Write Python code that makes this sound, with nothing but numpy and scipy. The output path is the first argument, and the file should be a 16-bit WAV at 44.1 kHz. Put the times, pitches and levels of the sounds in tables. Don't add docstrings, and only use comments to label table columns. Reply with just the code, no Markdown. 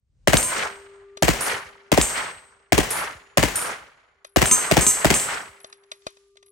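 import sys
import numpy as np
from scipy import signal
from scipy.io import wavfile

SR = 44100
rng = np.random.default_rng(int(sys.argv[2]) if len(sys.argv) > 2 else 0)


def materialize(psi):
    bounded = np.clip(np.atleast_2d(psi).T, -1, 1)
    quanta = np.round(bounded * 32767).astype(np.int16)
    wavfile.write(sys.argv[1], SR, quanta)


N = 287114

# t/s, crack level/dB, thump level/dB, echo level/dB
SHOTS = [(0.2729, -2, -8.5, -14.5), (0.3313, -1.5, -7.5, 2.5), (1.223, -2.5, -9, 1.5), (1.28, -3, -8, -6),
         (1.917, -3, -8, -2), (1.9743, -5, -7.5, -5), (2.721, -3, -9.5, -1.5), (2.778, -3, -10, -7),
         (3.372, -2, -9, -2), (3.4275, -4, -11, -6.5), (4.3601, -2.5, -8, -2), (4.4165, -2.5, -13, -8),
         (4.7116, -2.5, -9, -6.5), (4.7674, -2, -7, -8.5), (5.0452, -2.5, -8.5, -3),
         (5.1022, -2, -12.5, -7.5)]


def amp(db):
    return 10 ** (np.asarray(db) / 20)


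def curve(rows, t):
    return np.interp(t, *np.transpose(rows))


def at_hz(points, hz):
    points_hz, values = np.transpose(points)
    return np.interp(np.log(hz), np.log(points_hz), values)


def clicks(times_s, sizes):
    train = np.full(N, 1e-18)
    train[np.round(np.asarray(times_s) * SR).astype(int)] = sizes
    return train


def arrivals(rows, t):
    power = 1e-20
    for start_s, rise_s, hold_s, db, t60_s in rows:
        fall_db = -60 * np.maximum(t - start_s - rise_s - hold_s, 0) / t60_s
        rise = np.clip((t - start_s) / rise_s, 0, 1)
        power = power + (rise * amp(db + fall_db)) ** 2
    return np.sqrt(power)


def after_each(times_s, db, shape):
    power, shape_power = np.zeros(N), shape ** 2
    for s, gain in zip(times_s, amp(db)):
        i = round(s * SR)
        power[i:i + len(shape)] += gain ** 2 * shape_power[:N - i]
    return np.sqrt(power)


def grain(hz, depth_db):
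    r = np.exp(-2 * np.pi * hz / SR)
    flicker = signal.lfilter([1], [1, -2 * r, r * r], rng.standard_normal(N))
    gain = amp(depth_db * flicker / flicker.std())
    return gain / np.sqrt(np.mean(gain ** 2))


def band_pass(x, low_hz, high_hz):
    return signal.sosfilt(signal.butter(2, [low_hz, high_hz], "band", fs=SR, output="sos"), x)


def resonance(x, hz, width_hz):
    r, w = np.exp(-np.pi * width_hz / SR), 2 * np.pi * hz / SR
    zeros = np.array([1, 0, -1]) * (1 - r * r) / 2
    poles = [1, -(1 + r * r) * np.cos(w), r * r]
    return signal.lfilter(zeros, poles, x + 1e-18)


def strike(times_s, db, modes, spread_db):
    out, chance = np.zeros(N), rng.standard_normal((len(times_s), len(modes), 2))
    for k, (hz, level_db, t60_s) in enumerate(modes):
        r, w = amp(-60 / (t60_s * SR)), 2 * np.pi * hz / SR
        sizes = amp(db + level_db + spread_db * chance[:, k, 0]) * np.sign(chance[:, k, 1])
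        out += signal.lfilter([0, np.sin(w)], [1, -2 * r * np.cos(w), r * r], clicks(times_s, sizes))
    return out


def noise_bands(spectrum):
    # f/Hz, likeness (0..1)
    likeness = [(60, 0.86), (500, 0.51), (3000, 0.14), (12000, 0.97)]
    edges_hz, white = 25 * 2 ** np.arange(0, 9.6, .5), rng.standard_normal((2, 2, N))
    centres_hz = np.sqrt(edges_hz[1:] * edges_hz[:-1])
    band_power = amp(at_hz(spectrum, centres_hz)) ** 2 * np.diff(edges_hz)
    total = np.sqrt(np.sum(band_power) / (SR / 2))
    for k, hz in enumerate(centres_hz):
        mid, side = band_pass(white[k % 2], edges_hz[k], edges_hz[k + 1])
        alike = np.clip(at_hz(likeness, hz), 0, 1)
        band = np.sqrt(.5 + alike / 2) * mid + np.sqrt(.5 - alike / 2) * side * [[1], [-1]]
        yield hz, band * amp(at_hz(spectrum, hz)) / total


def sweep(start_hz, end_hz, glide_s, peak_s):
    t = np.arange(SR // 8) / SR
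    pitch_hz = end_hz + (start_hz - end_hz) * np.exp(-t / glide_s)
    phase = 2 * np.pi * np.cumsum(pitch_hz) / SR
    return np.sin(phase) * (t / peak_s) * np.exp(1 - t / peak_s)


def background():
    # t/s, level/dB
    noise_level_points = [(0, -73.5), (.25, -54), (.9, -67), (1.8, -75), (3.3, -72.5), (4.1, -77),
                          (5.7, -87.5), (6.5, -76)]
    # f/Hz, density/dB per Hz
    air_colour = [(15, -41), (25, -9), (70, -7), (118, -16), (159, -25), (193, -37.5), (492, -40.5),
                  (543, -48.5), (9000, -54), (11700, -89.5), (19800, -120)]
    # t after shot/s, rise/s, hold/s, level re thump/dB, t60/s
    roll_rows = [(.02, .05, 0.055, -40, 0.63)]
    # t/s, level/dB
    rustle_points = [(5.3, -106), (5.5, -69), (5.74, -89), (5.93, -69), (6.07, -57), (6.2, -62), (6.5, -80)]
    rumble_top_hz = 300
    t = np.arange(N) / SR
    s, _, thump_db, _ = np.transpose(SHOTS)
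    air_level = amp(curve(noise_level_points, t))
    rumble = after_each(s, thump_db, arrivals(roll_rows, t[:SR]))
    air = sum(band * np.hypot(air_level, rumble * (hz < rumble_top_hz)) for hz, band in noise_bands(air_colour))
    cloth = band_pass(rng.standard_normal((2, N)), 2200, 8000)
    return air + cloth * amp(curve(rustle_points, t)) * grain(hz=60, depth_db=0.5)


def hum():
    # start/s, rise/s, hold/s, level/dB, t60/s
    swells = [(.5, 0.19, 0.86, -50, 0.59), (1.66, .1, .15, -59, .4), (2.4, 0.062, 0.44, -70.5, 0.57),
              (3.1, .15, .12, -67.5, .5), (4.1, 0.25, .11, -68.5, .5), (5.35, .2, 1, -62.5, .5)]
    # f/Hz, level re swell rms/dB
    tones = [(397.5, 1.5), (1191, -18)]
    t = np.arange(N) / SR
    tone = sum(amp(db) * np.sin(2 * np.pi * hz * t) for hz, db in tones)
    return arrivals(swells, t) * np.sqrt(2) * tone


def handling():
    # t/s, level/dB, left minus right/dB, high ring re click/dB, knock re click/dB
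    click_rows = [(1.1696, -28.5, 4.5, -35, -10), (4.245, -30.5, 4.5, -24, -4), (5.6002, -44, 2, -10, -24),
                  (5.642, -30.5, 2.5, -36, -6), (5.697, -52, 9, -36, -30), (5.7245, -32.5, 1.5, -35, -33),
                  (5.8344, -50, 1.5, -32, -24), (5.914, -23, 1.5, -31.5, -8.5),
                  (6.0178, -51.5, 4, -24, -23), (6.065, -21, 4.5, -40, -5.5), (6.1674, -45.5, 4, -47, -14),
                  (6.3534, -56, -6, -36, 2), (6.368, -41, 4, -50, -19), (6.425, -43, 4, -35, -17.5),
                  (6.461, -53, 3.5, -4, -25), (6.479, -56, 4, -30, -23)]
    # t after click/s, rise/s, hold/s, level re click/dB, t60/s
    clack_rows = [(0, 0.0032, 0.0015, 3.5, 0.021), (0.0042, .001, .001, -12.5, .03),
                  (.005, .008, .005, -19, 0.16)]
    # f/Hz, width/Hz, level/dB
    receiver_modes = [(1140, 270, 1), (2050, 390, -3), (2460, 100, 1.5), (3860, 1100, 4.5), (4700, 2800, 1),
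                      (5860, 1200, 0.5), (7340, 920, -15.5), (9050, 720, -9)]
    # f/Hz, level/dB, t60/s
    knock_modes = [(540, -4, .02), (630, -2.5, 0.034), (350, -25, 0.098), (715, -2.5, 0.0092)]
    # f/Hz, level/dB, t60/s
    high_ring_modes = [(10200, -6.5, .4), (10880, 0.5, 0.81), (11400, -6.5, .3)]
    s, db, pan_db, high_ring_db, knock_db = np.transpose(click_rows)
    contact = after_each(s, db, arrivals(clack_rows, np.arange(SR // 8) / SR))
    contact = contact * grain(hz=922, depth_db=0.5) * rng.standard_normal(N)
    clack = 0
    for k, (hz, width_hz, level_db) in enumerate(receiver_modes):
        clack = clack + (-1) ** k * amp(level_db) * resonance(contact, hz, width_hz)
    knock = strike(s + .003, db + knock_db, knock_modes, spread_db=2.2)
    high_ring = strike(s, db + high_ring_db, high_ring_modes, spread_db=2.0) * grain(hz=150, depth_db=6.5)
    latest = np.searchsorted(s * SR, np.arange(N) + 1) - 1
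    left, right = (clack + knock + high_ring) * amp(pan_db[latest] / 2 * [[1], [-1]])
    return np.array([np.roll(left, 16), right])


def plate(hits, modes, ring_db, sustain, shimmer_db, shimmer_t60_s):
    # t after hit/s, rise/s, hold/s, level re splat/dB, t60/s
    splat_rows = [(0, .0003, .0005, 4.5, .012)]
    # f/Hz, gain/dB
    plate_colour = [(5300, 2), (6400, 4), (7300, 2), (8000, 1), (8500, 0), (9500, 4), (11000, 6),
                    (12500, 7), (15300, 4)]
    s, db, splat_db = np.transpose(hits)
    t, white = np.arange(SR // 2) / SR, rng.standard_normal(N)
    splat = band_pass(white, 1000, 6000) * after_each(s, splat_db, arrivals(splat_rows, t[:SR // 20]))
    shimmer_fall = amp(-60 * t / shimmer_t60_s)
    shimmer = band_pass(white, 6000, 12500) * after_each(s, db + shimmer_db, shimmer_fall)
    heard = [(hz, level_db + at_hz(plate_colour, hz), t60_s * sustain) for hz, level_db, t60_s in modes]
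    ring = strike(s, db + ring_db, heard, spread_db=3.0) * grain(hz=12, depth_db=1.2)
    return ring + splat + shimmer


def plates():
    # t/s, ring level before ring_db/dB, splat level/dB
    near_hits = [(0.3694, -14, -8.5), (0.4279, -16.5, -18.5), (2.0133, -15, -10.5), (2.0704, -25.5, -27.5),
                 (4.4565, -15.5, -12.5), (4.5127, -7.5, -13), (4.8095, -12.5, -16), (4.8656, -8.5, -13.5),
                 (5.1405, -12.5, -13), (5.1984, -19, -19)]
    far_hits = [(1.4078, -16.5, -28), (1.4644, -20.5, -24), (2.9055, -15.5, -29), (2.9634, -25, -33),
                (3.5563, -15.5, -22), (3.6154, -25, -31)]
    # f/Hz, level before colour/dB, t60 before sustain/s
    near_modes = [(130, -14, .15), (240, -11, .12), (400, -14, .15), (1021, -16, .5), (1265, -15, .3),
                  (2358, -20, .4), (2870, -21, .7), (3733, -26, .6), (4110, -26, .6), (5503, -23, .5),
                  (5865, -18, .5), (6255, -14, .4), (6356, -3, .35), (4963, -26, .5), (6804, -36, 1.3),
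                  (6999, -8, .4), (7132, -12, .25), (7334, -6, .45), (7397, -13, .5), (7602, -5, .45),
                  (7647, -7, .45), (7819, -4, .55), (7955, -9, .5), (8100, -5, .8), (8267, -7, .45),
                  (8306, 0, .5), (8529, -1, .5), (8635, -1, .4), (8720, -3, .45), (9203, -14, .35),
                  (9293, -11, .4), (9652, -17, .7), (10440, -29, 1.1), (10640, -18, .5), (11100, -18, .5),
                  (11680, -16, .5), (12080, -18, .5), (12570, -21, .45), (15230, -20, .35),
                  (15320, -20, .55)]
    far_modes = [(5353, -20, .4), (6282, -19, .43), (6828, -31, 1.5), (7160, -9, .26), (7978, -10, .3),
                 (8290, -7, .3), (8789, -4, .4), (8909, 0, .3), (9324, -16, .5), (9472, -5, .3),
                 (9862, -6, .35), (10440, -31, 1.1), (10920, -4, .3), (11160, -10, .4), (11470, -10, .2),
                 (11710, -12, .36), (12050, -10, .3), (15420, -16, .26)]
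    near = plate(near_hits, near_modes, ring_db=-11.0, sustain=1.0, shimmer_db=-11.0, shimmer_t60_s=0.63)
    far = plate(far_hits, far_modes, ring_db=-10.5, sustain=0.97, shimmer_db=-12.5, shimmer_t60_s=0.28)
    both = near + far
    return np.array([both, np.roll(both, 1)])


def thuds():
    # t/s, level/dB
    thud_rows = [(1.649, -51.5), (2.357, -54), (3.149, -44.5), (3.808, -55.5), (5.487, -52)]
    s, db = np.transpose(thud_rows)
    wave = sweep(start_hz=220, end_hz=52, glide_s=0.009, peak_s=0.011)
    return signal.fftconvolve(clicks(s, amp(db)), wave)[:N]


def echoes(times_s, echo_db):
    # t after shot/s, rise/s, hold/s, level re echo/dB, t60/s
    returns_rows = [(0, 0.098, 0.16, -49, 1.5), (.14, .05, 0.036, -29.5, 0.32),
                    (.22, .04, 0.042, -28, 0.36), (.3, .1, .05, -50.5, 1.2), (.4, 0.084, .1, -65, 5.6)]
    # f/Hz, density/dB per Hz
    woods_colour = [(18, -44.5), (30, -18.5), (350, -8.5), (432, -1), (533, -4.5), (1660, 1), (3860, -11.5),
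                    (8990, -18.5), (11400, -38.5), (12300, -33), (13400, -89), (15200, -31), (16500, -93)]
    # f/Hz, loss/dB per s
    air_loss = [(60, -10.5), (300, 3), (1500, 0), (5000, 17), (15000, 53.5)]
    # f/Hz, gain/dB
    bloom = [(100, 0.5), (400, 0), (800, 3), (1600, 3), (3000, -1.5), (8000, 1)]
    bloom_s, bloom_width_s = 0.31, 0.11
    t = np.arange(round(1.2 * SR)) / SR
    swell, returns = np.exp(-((t - bloom_s) / bloom_width_s) ** 2), arrivals(returns_rows, t)
    slaps = [grain(hz=45, depth_db=2.3) for _ in range(3)]
    far = 0
    for k, (hz, band) in enumerate(noise_bands(woods_colour)):
        shape = returns * amp(at_hz(bloom, hz) * swell - at_hz(air_loss, hz) * (t - bloom_s))
        slap = slaps[k // 3 % 3]
        far = far + band * slap * after_each(times_s, echo_db, shape)
    return far


def thump(times_s, db):
    # lag/s, start f/Hz, end f/Hz, glide/s, peak after/s, left level/dB, right level/dB, right later by/s
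    wave_rows = [(.0021, 1000, 520, .002, .0017, 2, 1, .0001), (.0068, 750, 290, .002, .0028, -1, 0, .0005),
                 (.0100, 290, 75, .006, .0038, -3, -3, -.001),
                 (.0235, 330, 90, .008, .004, -12, -15, .0015), (.013, 105, 48, .018, .012, -13, -12, .003)]
    wobble_s, wobble_db = .0003, 2.0
    out, chance = np.zeros((2, N + SR)), rng.standard_normal((len(times_s), len(wave_rows), 2, 2))
    for k, (lag_s, start_hz, end_hz, glide_s, peak_s, left_db, right_db, later_s) in enumerate(wave_rows):
        wave = sweep(start_hz, end_hz, glide_s, peak_s)
        for side, (delay_s, level_db) in enumerate([(lag_s, left_db), (lag_s + later_s, right_db)]):
            for s, shot_db, (shift, loud) in zip(times_s, db, chance[:, k, side]):
                i = round((s + delay_s + wobble_s * shift) * SR)
                out[side, i:i + len(wave)] += amp(shot_db + level_db + wobble_db * loud) * wave
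    return out[:, :N]


def crack(times_s, crack_db):
    # t after shot/s, rise/s, hold/s, level re crack/dB, t60/s
    action_rows = [(0, 0.0017, 0.00045, -5.5, .017), (0.00727, 0.0009, 0.0018, -8.5, 0.029),
                   (.018, 0.0018, 0.009, -18, 0.096), (.05, .002, .003, -22, 0.23),
                   (0.014, 0.017, 0.06, -30, 0.65)]
    # f/Hz, density/dB per Hz
    action_colour = [(30, -25), (120, -1.5), (350, -3), (800, 0), (1200, -6.5), (2100, -1), (4000, -12.5),
                     (8500, -10.5), (11700, -20.5), (15200, -16.5), (16500, -43.5)]
    shape = arrivals(action_rows, np.arange(SR // 2) / SR)
    action = after_each(times_s, crack_db, shape) * grain(hz=302, depth_db=1.0)
    return action * sum(band for hz, band in noise_bands(action_colour)) * amp([[1.5], [-1.5]])


def gunfire():
    s, crack_db, thump_db, echo_db = np.transpose(SHOTS)
    return crack(s, crack_db) + thump(s, thump_db) + echoes(s, echo_db) + thuds()


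def scene():
    return background() + hum() * amp([[1.2], [-1.2]]) + handling() + plates() + gunfire()


def record(dry):
    # f/Hz, width/Hz, gain/dB
    mic_notches = [(10150, 690, -23), (13800, 3500, -26.5)]
    cutoff_hz = 17130
    dry = signal.sosfilt(signal.butter(2, 32, "high", fs=SR, output="sos"), dry)
    for hz, width_hz, db in mic_notches:
        dry = dry - (1 - amp(db)) * resonance(dry, hz, width_hz)
    return signal.sosfilt(signal.cheby2(12, 70, cutoff_hz, fs=SR, output="sos"), np.tanh(dry))


dry = scene()
out = record(dry)
materialize(out)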